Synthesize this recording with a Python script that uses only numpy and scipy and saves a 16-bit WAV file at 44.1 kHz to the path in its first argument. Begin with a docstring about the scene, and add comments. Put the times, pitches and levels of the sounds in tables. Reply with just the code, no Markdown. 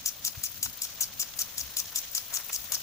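"""A free jet hisses to the left, over patter on leaves and a light breeze at the microphone: coloured noise and ticks.
A few metres off in the garden, five times a second, the sprinkler's sprung arm swings into the jet and knocks
on the metal head (decaying sines and a noise crack). It is thrown out in a short splash, noise with a resonance
that sinks, and each splash ends in a small slap. Nearby, big drops hit leaves (filtered noise bursts)
and the grass rustles in brief swells of ringing ticks."""
import sys
import numpy as np
from scipy import signal
from scipy.fft import rfft, irfft
from scipy.io import wavfile

SR = 44100
rng = np.random.default_rng(int(sys.argv[2]) if len(sys.argv) > 2 else 0)


def master_out(mix):
    """Clip the mix to full scale and print it as 16-bit PCM to the path in sys.argv[1]."""
    frames = np.transpose(np.atleast_2d(mix))
    ceiling = np.clip(frames, -1, 1)
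    pcm = np.round(ceiling * 32767).astype(np.int16)
    wavfile.write(sys.argv[1], SR, pcm)


N = 124362
TIME = np.arange(N) / SR  # s
FREQS = np.maximum(np.arange(N // 2 + 1) * SR / N, 1)  # Hz

# strokes of the arm: (time [s], knock [relative dB], splash as the arm enters [relative dB],
# splash as it leaves [relative dB], lead-in [s], last pitch of the spoon [Hz], parting slap [relative dB])
ARM_STROKES = [(.0603, 3.5, -2, -1.5, 0.0053, 5700, -5), (0.2499, 1.5, 0, 0.5, .005, 5210, 4),
               (0.4381, .5, 0, -5.5, 0.0054, 5730, -1), (0.629, 2.5, 1.5, -1.5, .002, 5700, 8.5),
               (.8198, -.5, -3, -1.5, .004, 5590, 1), (1.0098, 0, 4.5, .5, .0035, 5300, -0.5),
               (1.1989, .5, 2, -2, .005, 5080, 5.5), (1.3907, 1, -1, 2.5, 0.0039, 5280, 1),
               (1.581, .5, -7, -2, .005, 5394, 0), (1.7694, 2.5, -3, 4.5, .004, 5600, -5),
               (1.9592, 2, -3, 2, 0.007, 5570, -2.5), (2.1505, 1, -3, 1, 0.0042, 5300, 6),
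               (2.3405, -1, -1, 2, .008, 5730, 6), (2.5305, -2, -4, 2, .009, 5470, -20),
               (2.7209, 3.5, -6.5, 4, 0.0038, 5260, 0)]
# likeness of the sprinkler's noise at the two ports: (frequency [Hz], correlation)
PORT_LIKENESS = [(500, 0.58), (3500, 1), (6000, 1), (8000, 0.31), (11000, 0.31), (15000, 0.23)]
# patter on the leaves: (time [s], level [dB])
LEAF_LEVEL = [(0, -47.5), (1.2, -47.5), (1.8, -45.5), (2.25, -46.5), (2.82, -42.5)]
IN_JET_S = 0.0322  # time the spoon stays in the jet


def from_db(db):
    """Decibels to gain."""
    return 10 ** (np.asarray(db) / 20)


def rms_one(x):
    """Scale to unit power."""
    return x / np.sqrt(np.mean(x ** 2) + 1e-20)


def level(rows):
    """Gain over time from (s, dB) points."""
    return from_db(np.interp(TIME, *np.transpose(rows)))


def bell(centre_s, spread_s):
    """A smooth swell of height 1; the spread is its standard deviation."""
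    return np.exp(-0.5 * ((TIME - centre_s) / spread_s) ** 2)


def over_hz(points):
    """Join (Hz, value) points on a log axis."""
    hz, value = np.transpose(points)
    return np.interp(np.log(FREQS), np.log(hz), value)


def colour(x, spectrum):
    """Filter a signal by a (Hz, dB) spectrum, then scale to unit power."""
    return rms_one(irfft(rfft(x) * from_db(over_hz(spectrum)), N))


def flutter(rate_hz):
    """Low-passed noise with spread 1: random change up to about the given rate."""
    return rms_one(irfft(rfft(rng.standard_normal(N)) / (1 + (FREQS / rate_hz) ** 2), N))


def noise_pair(alike):
    """White noise in two channels with a given correlation."""
    mid, side = rfft(rng.standard_normal((2, N)))
    alike = np.clip(alike, -1, 1)
    spectra = np.sqrt(1 + alike) * mid + np.sqrt(1 - alike) * side * [[1], [-1]]
    return rms_one(irfft(spectra, N))


def ring(clicks, hz, t60):
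    """Each unit click sets off a sine that starts near height 1 and falls 60 dB in t60 seconds."""
    radius = np.exp(-np.log(1000) / (t60 * SR))
    angle = 2 * np.pi * hz / SR
    return signal.lfilter([0, np.sin(angle)], [1, -2 * radius * np.cos(angle), radius ** 2], clicks + 1e-18)


def leaf_ticks(per_s, cycles, spread_db):
    """Random ticks, dealt to leaves of many pitches and places; each falls 60 dB in a few cycles."""
    sizes = from_db(spread_db * np.minimum(rng.exponential(1, N), 3)) * rng.choice([-1, 1], N)
    ticks = sizes * (rng.random(N) < per_s / SR)
    pitches = np.geomspace(480, 6500, num=30)  # Hz
    dealt = rng.integers(0, len(pitches), N)
    pans = rng.normal(0, 1.5, len(pitches))  # dB
    out = np.zeros((2, N))
    for leaf, (hz, pan) in enumerate(zip(pitches, pans)):
        ringing = ring(ticks * (dealt == leaf), hz, cycles / hz)
        out += ringing * np.sqrt(hz) * from_db([[pan], [-pan]])
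    return rms_one(out)


def jet():
    """The free jet hisses and sputters at the nozzle: noise with a fluttering level and brief swells."""
    # hiss of the jet: (frequency [Hz], density [relative dB per Hz])
    jet_spectrum = [(1000, -17), (3000, -26), (6500, -4), (8200, -4.5), (11000, 1), (14000, 2.5),
                    (16000, 1)]
    # hiss before flutter and sputter: (time [s], level [dB])
    jet_level = [(0, -49.5), (.5, -45.5), (1.1, -48), (1.6, -47), (2.1, -46), (2.28, -45), (2.42, -42),
                 (2.82, -44)]
    # sputters: (time [s], height above the hiss [dB])
    sputters = [(.78, 4), (1.15, 3), (1.372, 5.5), (2.126, 3)]
    sputter_s, flutter_db = 0.0073, 3
    sputter_db = sum(db * bell(s, sputter_s) for s, db in sputters)
    unrest_db = flutter_db * flutter(81) + sputter_db
    return level(jet_level) * from_db(unrest_db) * colour(noise_pair(alike=0.088), jet_spectrum)


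def patter():
    """Near drops tick on the leaves as random clicks; the far ones merge into a wash of noise."""
    # drops on leaves: (frequency [Hz], density [relative dB per Hz])
    patter_spectrum = [(300, -19), (700, -8.5), (2000, -0.5), (3200, 5), (5000, 5.5), (6500, 9.5),
                       (8200, -5), (11000, -7.5), (16000, -9)]
    drops_per_s, size_spread_db, drift_db = 2600, 3, 2.2
    drop_share = 0.42  # of the power, before colouring
    sizes_db = size_spread_db * np.minimum(rng.exponential(1, (2, N)), 5)
    sizes = from_db(sizes_db) * rng.choice([-1, 1], (2, N))
    drops = rms_one(sizes * (rng.random((2, N)) < drops_per_s / SR))
    mix = np.sqrt(drop_share) * drops + np.sqrt(1 - drop_share) * noise_pair(alike=0)
    drift = from_db(drift_db * flutter(37))
    return level(LEAF_LEVEL) * drift * colour(mix, patter_spectrum)


def drips():
    """Single drops fall in clumps, each setting a leaf ringing among the patter."""
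    # ringing leaves: (frequency [Hz], gain [relative dB])
    drip_spectrum = [(400, -9), (1200, -1.5), (4500, 6.5), (7000, -9.5), (12000, -20)]
    drips_per_s, clump_db = 420, 3.5  # middle rate and its random spread
    drip_db = -10.5  # against the patter
    rate = drips_per_s * from_db(clump_db * flutter(22))
    ticks = leaf_ticks(rate, cycles=13.5, spread_db=3.0)
    return level(LEAF_LEVEL) * from_db(drip_db) * colour(ticks, drip_spectrum)


def breeze():
    """Distant hush, and lumpy low wind noise with a few sine buffets, leaning to the left port."""
    # distant outdoor hush: (frequency [Hz], density [relative dB per Hz])
    air_spectrum = [(100, 1.5), (250, -3), (380, -9.5), (560, -.5), (790, -5), (1150, -3.5), (3000, -9),
                    (8000, -19.5)]
    # hush: (time [s], level [dB])
    air_level = [(0, -55.5), (.55, -60), (.95, -55.5), (1.8, -54.8), (2.82, -57)]
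    # wind on the microphone: (frequency [Hz], density [relative dB per Hz])
    wind_spectrum = [(15, -32), (35, -23), (62, 1.5), (110, 1), (170, -3.5), (300, -10.5), (700, -43),
                     (3000, -72)]
    # wind before lumps and pan: (time [s], level [dB])
    wind_level = [(0, -59.5), (.12, -64), (.25, -55.5), (.45, -58), (.68, -52.5), (.79, -66), (1.3, -60),
                  (1.65, -61.5), (2.1, -68), (2.5, -66), (2.68, -56), (2.82, -64)]
    # soft buffets on the microphone: (time [s], height before pan [dB], pitch [Hz], spread [s])
    buffet_rows = [(.379, -36.5, 100, .005), (1.653, -49, 67.9, .028), (1.87, -52.5, 90, .013),
                   (2.6, -54, 54, .022)]
    pan_db, lump_db = 3.2, 2
    buffets = sum(from_db(db) * bell(s, spread) * np.sin(2 * np.pi * hz * (TIME - s))
                  for s, db, hz, spread in buffet_rows)
    lumps = from_db(lump_db * flutter(7.3))
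    wind = level(wind_level) * lumps * colour(noise_pair(alike=0.45), wind_spectrum)
    hush = level(air_level) * colour(noise_pair(alike=0.77), air_spectrum)
    return hush + (wind + buffets) * from_db([[pan_db], [-pan_db]])


def knocks():
    """The arm hits the wet head and bounces: a short crack, and every mode rings with a strength of its own."""
    # ringing of head and arm: (frequency [Hz], strength [relative dB], 60 dB decay [s])
    head_modes = [(1150, -31, 0.049), (3390, -25, 0.05), (5540, -6.5, 0.017), (6626, -7.5, 0.032),
                  (7210, -4.5, 0.047), (8500, -17, 0.063), (9790, -3.5, 0.016), (11230, -12.5, 0.016),
                  (12630, -2.5, 0.029)]
    # crack of the blow: (frequency [Hz], density [relative dB per Hz])
    crack_spectrum = [(500, -23.5), (1200, -18), (2000, -15), (3500, -0.5), (5200, 9), (7200, -1.5),
                      (10000, 5.5), (13000, 8), (15000, -10)]
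    ring_db, crack_db, bounce_db = -24.5, -22, -2
    crack_rise_s, crack_decay_s = 0.0008, 0.0021
    s, db = np.transpose(ARM_STROKES)[:2]
    bounce = s + rng.uniform(0.001054, 0.00272, len(s))  # the arm bounces once
    ringing = np.zeros(N)
    for hz, mode_db, t60 in head_modes:
        clicks = np.zeros(N)
        for when, touch_db in ((s, 0), (bounce, bounce_db)):
            strength_db = db + touch_db + mode_db + rng.normal(0, 1.0, len(s))
            clicks[(when * SR).astype(int)] += from_db(strength_db) * rng.choice([-1, 1], len(s))
        ringing += ring(clicks, hz, t60)
    swell = np.zeros(N)
    for when, knock_db in zip(s, db):
        age = TIME - when
        swell += from_db(knock_db) * np.exp(np.minimum(age / crack_rise_s, -age / crack_decay_s))
    crack = swell * colour(noise_pair(over_hz(PORT_LIKENESS)), crack_spectrum)
    return from_db(ring_db) * ringing + from_db(crack_db) * crack


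def splashes():
    """While the spoon cuts the jet, water tears off it in a rough hiss with a sinking resonance."""
    # spray: (frequency [Hz], density [relative dB per Hz])
    spray_spectrum = [(300, -27.5), (1000, -19), (2000, -15), (2900, -1), (3900, -8), (5000, -0.5),
                      (7500, 3), (9000, 2), (11300, 3.5), (13500, -0.5), (16000, 2)]
    spray_db, rough_db, release_s = -32, 1.5, 0.003
    # resonance of the water on the arm's spoon
    start_hz, width_hz, wobble_hz = 7115, 1580, 120.37
    spoon_db, grain_db = -31.5, 2
    flow, pitch = np.zeros(N), np.full(N, float(start_hz))
    for s, _, enter_db, leave_db, lead, end_hz, _ in ARM_STROKES:
        age = TIME - s
        turn = np.clip(age / IN_JET_S, 0, 1)  # 0 as the spoon enters, 1 as it leaves
        rise = (np.minimum(age, 0) / lead) ** 2
        fall = np.maximum(age - IN_JET_S, 0) / release_s
        flow += np.exp(-rise - fall) * from_db(enter_db + (leave_db - enter_db) * turn)
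        sinking = start_hz + (end_hz - start_hz) * turn ** 1.4
        pitch = np.where(age > -IN_JET_S, sinking, pitch)
    flow *= from_db(rough_db * flutter(750))
    # slow noise on sine and cosine carriers makes a noise band centred on the moving pitch
    band = 1 / (1 + (FREQS / width_hz) ** 2) ** 2
    phase = 2 * np.pi * np.cumsum(pitch + wobble_hz * flutter(80.64)) / SR
    spoon = np.zeros((2, N))
    for wave in (np.sin, np.cos):
        spoon += irfft(rfft(noise_pair(alike=0.53)) * band, N) * wave(phase)
    spoon_gain = from_db(spoon_db + grain_db * flutter(250))
    spray = colour(noise_pair(over_hz(PORT_LIKENESS)), spray_spectrum)
    return flow * (spoon_gain * rms_one(spoon) + from_db(spray_db) * spray)


def slaps():
    """Water slaps off the spoon as it leaves the jet: a dull swell of noise ends each splash."""
    # slap: (frequency [Hz], density [relative dB per Hz])
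    slap_spectrum = [(400, -16), (1100, -2), (3200, 0), (4500, -1), (16000, -32)]
    slap_db, spread_s = -44.5, 0.0033
    swell = sum(from_db(db) * bell(s + IN_JET_S, spread_s) for s, *_, db in ARM_STROKES)
    return from_db(slap_db) * swell * colour(noise_pair(alike=0.76), slap_spectrum)


def garden(x):
    """The soil reflects once; the shrubs scatter a short, thin tail of decaying noise."""
    ground_lag_s, ground_db = 0.0021, -16
    tail_db, tail_t60_s = -8, 0.14
    age = TIME[:SR // 2]
    tail = rng.standard_normal((2, len(age))) * np.exp(-np.log(1000) * age / tail_t60_s)
    tail /= np.sqrt(np.sum(tail ** 2, axis=1, keepdims=True))
    ground = irfft(rfft(x) * np.exp(-2j * np.pi * FREQS * ground_lag_s), N)
    scattered = signal.fftconvolve(x, tail, axes=1)[:, :N]
    return x + from_db(ground_db) * ground + from_db(tail_db) * scattered


def from_left(x):
    """The right port, farther from the sprinkler, hears it later and duller."""
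    # far port against near port: (frequency [Hz], gain [dB])
    right_shade = [(500, 0.5), (3000, 0.5), (5500, -3), (7200, -3.5), (9500, -5.5), (11500, -15),
                   (15000, -15.5)]
    lag_s = 0.00015
    far = from_db(over_hz(right_shade)) * np.exp(-2j * np.pi * FREQS * lag_s)
    return np.array([x[0], irfft(rfft(x[1]) * far, N)])


def heavy_drops():
    """A few big drops slap on leaves close by: decaying noise bursts, each filtered at its leaf's pitch."""
    # heavy drops: (time [s], level at the start [dB], pitch of the leaf [Hz])
    drop_rows = [(.352, -39, 3840), (0.7804, -39.5, 3550), (0.9567, -38, 4600), (1.3375, -40, 3170),
                 (1.857, -35.5, 5600), (2.0144, -38.5, 3230), (2.409, -34, 5570), (2.4973, -39.5, 2420),
                 (2.515, -37, 5600), (2.7672, -38, 1470), (2.805, -41, 4200)]
    decay_s, width = 0.0023, 0.27  # width as a share of the pitch
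    burst = rfft(noise_pair(alike=0.43))
    out = np.zeros((2, N))
    for s, db, hz in drop_rows:
        leaf = rms_one(irfft(burst / (1 + 1j * (FREQS / hz - hz / FREQS) / width), N))
        decay = (TIME >= s) * np.exp(-abs(TIME - s) / decay_s)
        out += from_db(db) * decay * leaf
    return out


def rustles():
    """Brief crackly swells in the grass nearby: dense ringing ticks."""
    # rustles: (time [s], peak level [dB], spread [s])
    rustle_rows = [(.354, -49.5, .005), (1.011, -50, .02), (1.412, -51.5, 0.014), (1.933, -53.5, .011),
                   (2.335, -46.5, .022), (2.401, -46.5, .012), (2.501, -41.5, .0055), (2.73, -45.5, .017)]
    # grass: (frequency [Hz], gain [relative dB])
    rustle_spectrum = [(200, -5), (600, 0.5), (1500, 6.5), (3000, 7), (5000, -9), (16000, -30)]
    swell = sum(from_db(db) * bell(s, spread) for s, db, spread in rustle_rows)
    ticks = leaf_ticks(per_s=2200, cycles=13.4, spread_db=0.5)
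    return swell * colour(ticks, rustle_spectrum)


def scene():
    """The sprinkler on the left, wet leaves and breeze all round."""
    strokes = garden(knocks() + splashes() + slaps())
    sprinkler = from_left(jet() + strokes)
    leaves = patter() + drips() + heavy_drops()
    return sprinkler + leaves + breeze() + rustles()


def record(dry):
    """The microphone ports ring in the top treble; above that the sound is cut."""
    port_hz, port_width_hz, port_db = 14930, 500, 14
    cutoff_hz = 15550
    port = from_db(port_db * np.exp(-0.5 * ((FREQS - port_hz) / port_width_hz) ** 2))
    cut = 1 / np.sqrt(1 + (FREQS / cutoff_hz) ** 400)
    return irfft(rfft(dry) * port * cut, N)


dry = scene()
out = record(dry)
master_out(out)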